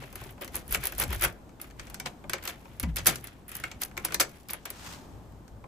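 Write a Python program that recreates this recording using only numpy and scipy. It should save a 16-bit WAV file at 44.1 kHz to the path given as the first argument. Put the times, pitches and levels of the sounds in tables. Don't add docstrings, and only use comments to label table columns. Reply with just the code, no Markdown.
import sys
import numpy as np
from scipy import signal
from scipy.fft import rfft, irfft, next_fast_len
from scipy.io import wavfile
from scipy.ndimage import uniform_filter1d, map_coordinates

SR = 44100
rng = np.random.default_rng(int(sys.argv[2]) if len(sys.argv) > 2 else 0)


def linear_from_db(decibels):
    return 10 ** (np.asarray(decibels, float) / 20)


def inscribe(sig):
    pcm = np.round(np.clip(np.atleast_2d(sig).T, -1, 1) * 32767)
    wavfile.write(sys.argv[1], SR, pcm.astype(np.int16))


N = 250047

# t/s, pins level/dB, key blade level/dB, lock case level/dB, door knock level/dB
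CONTACTS = [(0.0182, -51, -60, -54, -42), (0.0364, -63, -62, -41.5, -45), (0.127, -35, -51, -47, -48),
            (0.1558, -26, -42, -39, -51), (0.1588, -41, -58, -45, -46), (0.2159, -39, -58, -53, -43),
            (0.2545, -42, -62, -61, -45), (0.3079, -35, -64, -54, -55), (0.3789, -63, -67, -48, -50),
            (0.4118, -32, -45, -47, -37.5), (0.4196, -27, -55, -48, -42.5), (0.446, -28.5, -43, -57, -47.5),
            (0.4774, -34, -44, -40.5, -50), (0.5438, -34, -39, -35.5, -40), (0.5552, -13, -37, -42, -45),
            (0.5653, -20, -41, -52, -42.5), (0.679, -28.5, -57, -68, -64), (0.7097, -22, -53, -38, -54),
            (0.7243, -10.5, -42, -33.5, -39), (0.746, -15.5, -26.5, -18.5, -32.5),
            (0.8379, -18, -38, -40, -39.5), (0.8547, -13.5, -34.5, -42, -40),
            (0.8701, -12.5, -33.5, -31.5, -45), (0.9226, -27.5, -44, -35.5, -45),
            (0.9497, -33, -46, -55, -62), (0.9816, -19, -46, -46, -39.5), (0.9987, -7.5, -44, -31, -33.5),
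            (1.0179, -16, -41, -28, -34.5), (1.0267, -31, -35.5, -32, -35.5),
            (1.0367, -23, -34.5, -27, -38.5), (1.0796, -35, -50, -46, -55), (1.1056, -28, -45, -51, -38),
            (1.1285, -19.5, -53, -49, -36.5), (1.1481, -21, -58, -47, -43), (1.2118, -16.5, -42, -39, -43),
            (1.2223, -13, -39, -28, -37), (1.2312, -21, -36, -40, -33.5),
            (1.2384, -9.5, -31.5, -21.5, -31.5), (1.2479, -11.5, -28, -19.5, -38),
            (1.253, -41, -43, -23, -36), (1.4924, -62, -59, -55, -71), (1.599, -51, -56, -42, -62),
            (1.6146, -20.5, -44.5, -53, -52), (1.6425, -48, -61, -45, -52), (1.7009, -52, -59, -52, -66),
            (1.708, -49, -53, -48, -70), (1.7956, -56, -37.5, -34, -50.5), (1.8695, -45, -48, -46, -52.5),
            (1.8993, -32.5, -48, -46.5, -51), (1.9435, -26.5, -37, -37, -53),
            (1.9994, -26.5, -33, -32.5, -42), (2.0592, -46, -30, -30.5, -35.5),
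            (2.2401, -71, -84, -45, -43), (2.296, -21, -31, -27.5, -43), (2.3335, -22, -25.5, -21, -32.5),
            (2.3824, -50, -51, -39, -51), (2.4266, -35, -45, -49, -57), (2.438, -31, -46, -42, -50),
            (2.4531, -24, -37.5, -36, -43), (2.4759, -21, -29.5, -30.5, -38),
            (2.4891, -36, -49, -47, -42.5), (2.6552, -69, -63, -49, -46), (2.7982, -16.5, -35.5, -40, -49),
            (2.8291, -24, -39, -35, -58), (2.8345, -37, -41, -29.5, -38), (2.9597, -22.5, -34, -35, -48),
            (2.9672, -16, -31, -45, -44), (2.9841, -38, -29.5, -38, -39.5), (3.0586, -21, -29, -23.5, -36),
            (3.0664, -4, -17.5, -22.5, -41), (3.0705, 3, -20, -19.5, -27), (3.0768, -26, -38, -37, -30.5),
            (3.0822, -31, -22.5, -28, -32.5), (3.0909, -34, -27, -27, -37),
            (3.1571, -26, -34.5, -36.5, -63), (3.1827, -43, -57, -51, -59), (3.2419, -25, -56, -42.5, -54),
            (3.2489, -47, -61, -46, -57), (3.271, -31, -42.5, -53, -59), (3.4812, -31.5, -61, -52, -71),
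            (3.492, -28, -57, -50, -65), (3.5166, -28.5, -48, -41, -52), (3.5527, -22, -40, -41, -51),
            (3.5671, -22, -49, -53, -53), (3.5998, -30.5, -46, -42, -51), (3.6379, -31, -39, -23, -39.5),
            (3.7145, -42, -40, -36, -47), (3.818, -16, -34, -44, -42), (3.831, -39, -45, -38, -47),
            (3.8495, -25, -50, -46, -56), (3.9124, -62, -59, -46, -70), (3.9681, -50, -43, -37, -49),
            (3.9758, -26.5, -35, -25.5, -39.5), (4.0494, -10.5, -28, -36, -36.5),
            (4.0841, -45, -46, -38, -48), (4.1052, -52, -55, -35, -44), (4.122, -32, -36, -31, -39.5),
            (4.144, -11, -22, -24.5, -36), (4.1987, -15, -19.5, -18.5, -31), (4.203, -8, -19, -24, -27),
            (4.2083, -15, -18, -38, -40), (4.2117, -16, -25.5, -20.5, -43), (4.2933, -42, -52, -66, -74),
            (4.486, -30, -43, -54, -54), (4.5021, -27, -36, -46, -45.5), (4.5075, -20, -44, -47, -48),
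            (4.5334, -16, -41, -43, -43), (4.6536, -38, -37.5, -40.5, -47), (4.656, -23, -45, -33.5, -43),
            (4.7027, -20, -39.5, -42, -49.5), (5.3223, -55, -66, -63, -57), (5.479, -52, -54, -55, -56),
            (5.5666, -62, -76, -72, -52.5), (5.6401, -68, -69, -49, -43)]
# f/Hz, width/Hz, level/dB
PINS = [(10180, 2130, 4), (14670, 3500, 2.5)]
# f/Hz, width/Hz, level/dB
BLADE = [(4430, 2550, -3), (6230, 700, 2.5), (7600, 2430, -4)]
# f/Hz, width/Hz, level/dB
CASE = [(1366, 480, -0.5), (1833, 361, 5.5), (2101, 654, 4), (2590, 560, 3), (3185, 865, -3)]
# f/Hz, width/Hz, level/dB
PROFILE = [(347.5, 100, -2), (565.4, 124, -0.5), (704, 160, -0.5), (1057, 370, -4)]


def contacts():
    out, size = np.zeros((2, N + SR)), 2048
    ring_db = -5
    for start_s, pins_db, blade_db, case_db, knock_db in CONTACTS:
        hit = linear_from_db(pins_db - 1.0) * burst(0.016, 3, steep(PINS), size)
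        hit = hit + linear_from_db(blade_db + 3.0) * burst(0.031, 2.85, steep(BLADE), size)
        hit = hit + linear_from_db(case_db + 2.5) * burst(0.025, 2.1, steep(CASE), size)
        hit = hit + linear_from_db(knock_db + 4) * burst(0.062, 10, steep(PROFILE), size)
        hit = hit + linear_from_db(case_db + ring_db) * ring(size)
        wet = linear_from_db(-8.0) * hall(hit)
        start = round(start_s * SR)
        out[:, start:start + size] += hit
        out[:, start:start + wet.shape[1]] += wet
    return out[:, :N]


def burst(t60, front_db, response, size):
    t = np.arange(size) / SR
    decay = linear_from_db(-60 * t / t60)
    front = linear_from_db(front_db - 60 * t / 0.0012)
    noise = rng.standard_normal((2, size)) * (decay + front)
    puff = spread(filtered(noise, response))
    return unit(puff) * np.sqrt(np.mean(decay ** 2) / 2)


# f/Hz, level/dB, t60/s
STEEL = [(1370, -4, .035), (1500, -6, .03), (1960, -3, .03), (2190, 0, .04), (2555, -3, .04),
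         (3410, -6, .03), (4590, -6, .025), (5550, -8, .025), (7120, -6, .03), (7990, -8, .03),
         (11000, -4, .02), (13750, -4, .02)]


def ring(size):
    hz, db, t60 = np.transpose(STEEL)[..., None]
    strength, detune, balance = rng.standard_normal((3, len(STEEL), 1))
    t = np.arange(size) / SR
    scatter_db = 4
    envelope = linear_from_db(db + scatter_db * strength - 60 * t / t60)
    modes = envelope * np.sin(2 * np.pi * hz * (1 + .04 * detune) * t)
    sides = [(modes * linear_from_db(2 * side * balance)).sum(0) for side in (1, -1)]
    return np.array(sides) / np.sqrt(len(STEEL))


# crest t/s, gritty scrape level/dB, duller rub level/dB, rise t/s, fall t/s
STROKES = [(.03, -45.5, -41.5, 0.29, 0.18), (.2, -46, -43.5, 0.18, 0.2), (.3, -47.5, -46, 0.35, 0.049),
           (.42, -47, -33.5, 0.021, 0.098), (.558, -35.5, -35, 0.053, 0.11),
           (.75, -19, -26.5, 0.073, 0.038), (.85, -33, -31.5, 0.1, 0.15),
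           (1.012, -23.5, -26.5, 0.068, 0.075), (1.13, -29, -28.5, 0.067, 0.083),
           (1.24, -20.5, -21.5, 0.062, 0.068), (1.62, -44.5, -44, .03, .13), (1.8, -52, -45.5, 0.044, 0.45),
           (1.95, -68, -58, .3, 0.21), (2.06, -28.5, -23.5, 0.0065, 0.044), (2.34, -51, -32, .04, 0.055),
           (2.48, -39, -32, 0.099, 0.12), (2.65, -54, -54.5, .4, 0.98), (2.8, -45, -37, 0.0082, 0.053),
           (2.89, -58.5, -46, 0.029, 0.058), (2.97, -31.5, -25.5, 0.011, 0.078),
           (3.075, -22, -23, 0.032, .12), (3.25, -48.5, -44.5, 0.05, 0.24), (3.49, -44, -45, .02, 0.31),
           (3.555, -49, -40, 0.1, 0.25), (3.64, -52, -43.5, 0.026, 0.27), (3.82, -27.5, -32, 0.022, 0.076),
           (3.98, -49, -47, 0.021, 0.25), (4.05, -36, -30.5, 0.017, 0.082), (4.14, -41, -35.5, 0.093, .04),
           (4.21, -23.5, -28, 0.021, 0.07), (4.35, -50, -54.5, 0.33, 0.28), (4.495, -49, -38, 0.013, 0.11),
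           (4.535, -53, -36, 0.066, 0.095), (4.66, -69, -42, 0.013, .25)]


def slide():
    def grate(hz):
        return steep(PINS)(hz) + linear_from_db(4.5) * body(BLADE)(hz)

    def plate(hz):
        return body(CASE)(hz) + linear_from_db(-12) * body(PROFILE)(hz)

    scrape_gain, rub_gain = swells(STROKES)
    scrape = crest(spread(filtered(grit(690, size_db=4.0), grate)))
    rub = crest(spread(filtered(grit(2500, size_db=2.5), plate)))
    return scrape_gain * scrape + rub_gain * rub


def grit(rate, size_db):
    slips = (rng.random(N) < rate / SR) * linear_from_db(size_db * rng.exponential(size=N))
    smear = linear_from_db(-60 * np.arange(256) / SR / 0.018)
    return signal.fftconvolve(slips, smear)[:N] * rng.standard_normal((2, N))


# t/s, level/dB, first f/Hz, settled f/Hz, t60/s
THUDS = [(1.085, -26, 91, 50.4, 0.65), (2.833, -24, 85.6, 55.7, 0.39), (2.833, -24, 264, 167, 0.098),
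         (2.872, -23.5, 170, 155, 0.17)]


def thuds():
    sag_s, attack_s = 0.031, 0.0044
    out, t = np.zeros(N + SR), np.arange(SR // 2) / SR
    for start_s, db, first_hz, settled_hz, t60 in THUDS:
        hz = settled_hz + (first_hz - settled_hz) * np.exp(-t / sag_s)
        envelope = linear_from_db(db - 60 * t / t60) * (1 - np.exp(-t / attack_s))
        start = round(start_s * SR)
        out[start:start + len(t)] += envelope * np.sin(2 * np.pi * np.cumsum(hz) / SR)
    return out[:N]


# crest t/s, swing level/dB, panel level/dB, rise t/s, fall t/s
PUSHES = [(.0, -53, -47, .1, 0.26), (.24, -42, -70, .3, 0.2), (.55, -44, -51, 0.2, 0.17),
          (.73, -36, -53, 0.086, 0.33), (.79, -56, -42, 0.13, 0.053), (.98, -41, -49, 0.13, 0.26),
          (1.04, -41, -39, 0.082, 0.28), (1.17, -34.5, -58, 0.079, 0.16), (1.27, -39, -44.5, 0.11, 0.16),
          (1.8, -50.5, -55, 0.51, 0.33), (2.08, -57, -47, .3, .1), (2.28, -50, -47, .1, .15),
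          (2.7, -56, -52.5, 0.058, 0.17), (2.86, -47, -35.5, 0.1, 0.12), (2.93, -36.5, -49, 0.24, 0.19),
          (3.02, -39, -49, 0.15, .2), (3.09, -41.5, -36.5, 0.13, .2), (3.68, -51, -58, 0.9, .1),
          (3.77, -45, -55, .06, 0.17), (4.22, -56, -48.5, 0.48, 0.07), (4.88, -50.5, -55, 0.051, 0.32),
          (5.3, -51.5, -61.5, 0.54, .4), (5.53, -45, -58, 0.069, 0.42)]
# f/Hz, width/Hz, level/dB
SWING = [(55.4, 12.8, 0.5), (87.4, 73.64, 1.5)]
# f/Hz, width/Hz, level/dB
PANEL = [(146.3, 52.3, 1.5), (222.4, 44, -7.5), (270, 50, -8)]


def leaf():
    rest_swing_db, rest_panel_db = -55.5, -63
    unrest_db, unrest_rate = 3, 12
    swing_gain, panel_gain = swells(PUSHES)
    swing_gain = np.hypot(swing_gain, linear_from_db(rest_swing_db + unrest_db * wobble(unrest_rate)))
    panel_gain = np.hypot(panel_gain, linear_from_db(rest_panel_db + unrest_db * wobble(unrest_rate)))
    return swing_gain * sway(SWING) + panel_gain * sway(PANEL)


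def sway(modes):
    wander = uniform_filter1d(rng.standard_normal((2, len(modes), N)), 900, axis=2)
    hz, width, db = np.transpose(modes)[..., None]
    phase = 2 * np.pi * np.cumsum(hz + 0.44 * width * unit(wander), axis=2) / SR
    return unit(spread((linear_from_db(db) * np.sin(phase)).sum(axis=1)))


# crest t/s, swish level/dB, rise t/s, fall t/s
SWISH = [(4.87, -44, 0.35, 0.32), (4.94, -46, 0.42, 0.087)]
# f/Hz, level/dB
CLOTH = [(290, -42.5), (500, -14), (900, -2), (2460, -7.5), (6000, -9.5), (10500, -14.5), (15000, -18.5)]


def sleeve():
    swish_gain, = swells(SWISH)
    rustle = filtered(grit(5000, size_db=-0.5), lambda hz: linear_from_db(along(CLOTH, hz)))
    return swish_gain * unit(spread(rustle))


# f/Hz, t60/s
HALL = [(300, 0.3), (2000, 0.14), (8000, .13), (15000, 0.029)]


def hall(x):
    hz, t, z = signal.stft(rng.standard_normal((2, SR // 5)), SR, nperseg=256)
    decay = linear_from_db(-60 * t / along(HALL, hz)[:, None])
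    tail = spread(signal.istft(z * decay, SR, nperseg=256)[1])
    delayed = np.pad(x.mean(0), (120, 0))
    return signal.fftconvolve(delayed[None], tail / np.linalg.norm(tail[0]), axes=1)


def house(x):
    level_db, t60 = -24, 0.39
    t = np.arange(SR // 2) / SR
    noise = rng.standard_normal((2, len(t))) * linear_from_db(-60 * t / t60)
    tail = filtered(noise, lambda hz: 1 / (1 + 1j * hz / 2500))
    wet = signal.fftconvolve(x.mean(0)[None], tail / np.linalg.norm(tail[0]), axes=1)
    return linear_from_db(level_db) * wet[:, :N]


# f/Hz, level/dB
AIR = [(110, -11.5), (180, -6.5), (220, -6), (500, -15.5), (800, -15), (2170, -32), (5000, -37.5),
       (9000, -38.5), (14000, -38), (16000, -60)]


def air():
    level_db = -53.5 + 2 * wobble(3)
    noise = filtered(rng.standard_normal((2, N)), lambda hz: linear_from_db(along(AIR, hz)))
    return linear_from_db(level_db) * unit(spread(noise))


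def body(modes):
    def response(f):
        total = 0
        for k, (centre, width, db) in enumerate(modes):
            resonance = 1j * f * width / (centre * centre - f * f + 1j * f * width)
            total = total + (-1) ** k * linear_from_db(db) * resonance
        return total
    return response


def steep(modes):
    return lambda f: body(modes)(f) ** 2


# f/Hz, coherence (0-1)
ALIKE = [(60, 1), (140, 0.65), (330, 0.95), (700, 0.47), (1500, 0.25), (4000, 0.19), (7000, 0.34)]


def spread(pair):
    def mid_side_gains(hz):
        angle = np.arccos(np.clip(along(ALIKE, hz), -1, 1)) / 2
        return np.array([np.cos(angle), np.sin(angle)])

    mid, side = filtered(pair, mid_side_gains)
    return np.array([mid + side, mid - side])


def swells(rows):
    power, t = 0, np.arange(N) / SR
    for crest_s, *levels_db, rise_s, fall_s in rows:
        lost_db = 30 * np.maximum((crest_s - t) / rise_s, (t - crest_s) / fall_s)
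        power = power + linear_from_db(levels_db)[:, None] ** 2 * linear_from_db(-2 * lost_db)
    return np.sqrt(power)


def wobble(rate):
    knots = rng.standard_normal(int(N * rate / SR) + 4)
    return map_coordinates(knots, [np.arange(N) * rate / SR])


def filtered(x, response):
    m = next_fast_len(x.shape[-1] + 8192)
    return irfft(rfft(x, m) * response(np.fft.rfftfreq(m, 1 / SR)), m)[..., :x.shape[-1]]


def along(points, hz):
    f, v = np.transpose(points)
    return np.interp(np.log(hz + 1), np.log(f + 1), v)


def unit(x):
    return x / np.sqrt(np.mean(x ** 2) + 1e-20)


def crest(x):
    return x / np.percentile(np.abs(x), 95)


def scene():
    lock = contacts() + slide()
    mix = lock + house(lock) + sleeve() + leaf() + thuds() + air()
    return mix * linear_from_db(np.array([[.9], [-.9]]))


def band_limit(x):
    return signal.sosfilt(signal.butter(12, 16500, fs=SR, output="sos"), x)


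def record(dry):
    cross_hz, turn_hz = 8075, 3050
    top_hz, edge_hz = 15500, 16450
    leak_db = -17

    def high(hz):
        return 1 / (1 + (cross_hz / (hz + 1)) ** 16)

    def fade(hz):
        return 1 / (1 + (hz / top_hz) ** 24) / (1 + (hz / edge_hz) ** 200)

    def shared(hz):
        lag = np.exp(-1j * np.pi * np.maximum(hz - cross_hz, 0) / turn_hz)
        return linear_from_db(-2.35) * high(hz) * fade(hz) * np.array([lag, 1 / lag])

    def separate(hz):
        return 1 - high(hz) * (1 - linear_from_db(leak_db) * fade(hz))

    rounded = dry / (1 + np.abs(dry / .8) ** 4) ** (1 / 4)
    mix = filtered(rounded, separate) + filtered(rounded[0], shared)
    return band_limit(mix)


dry = scene()
out = record(dry)
inscribe(out)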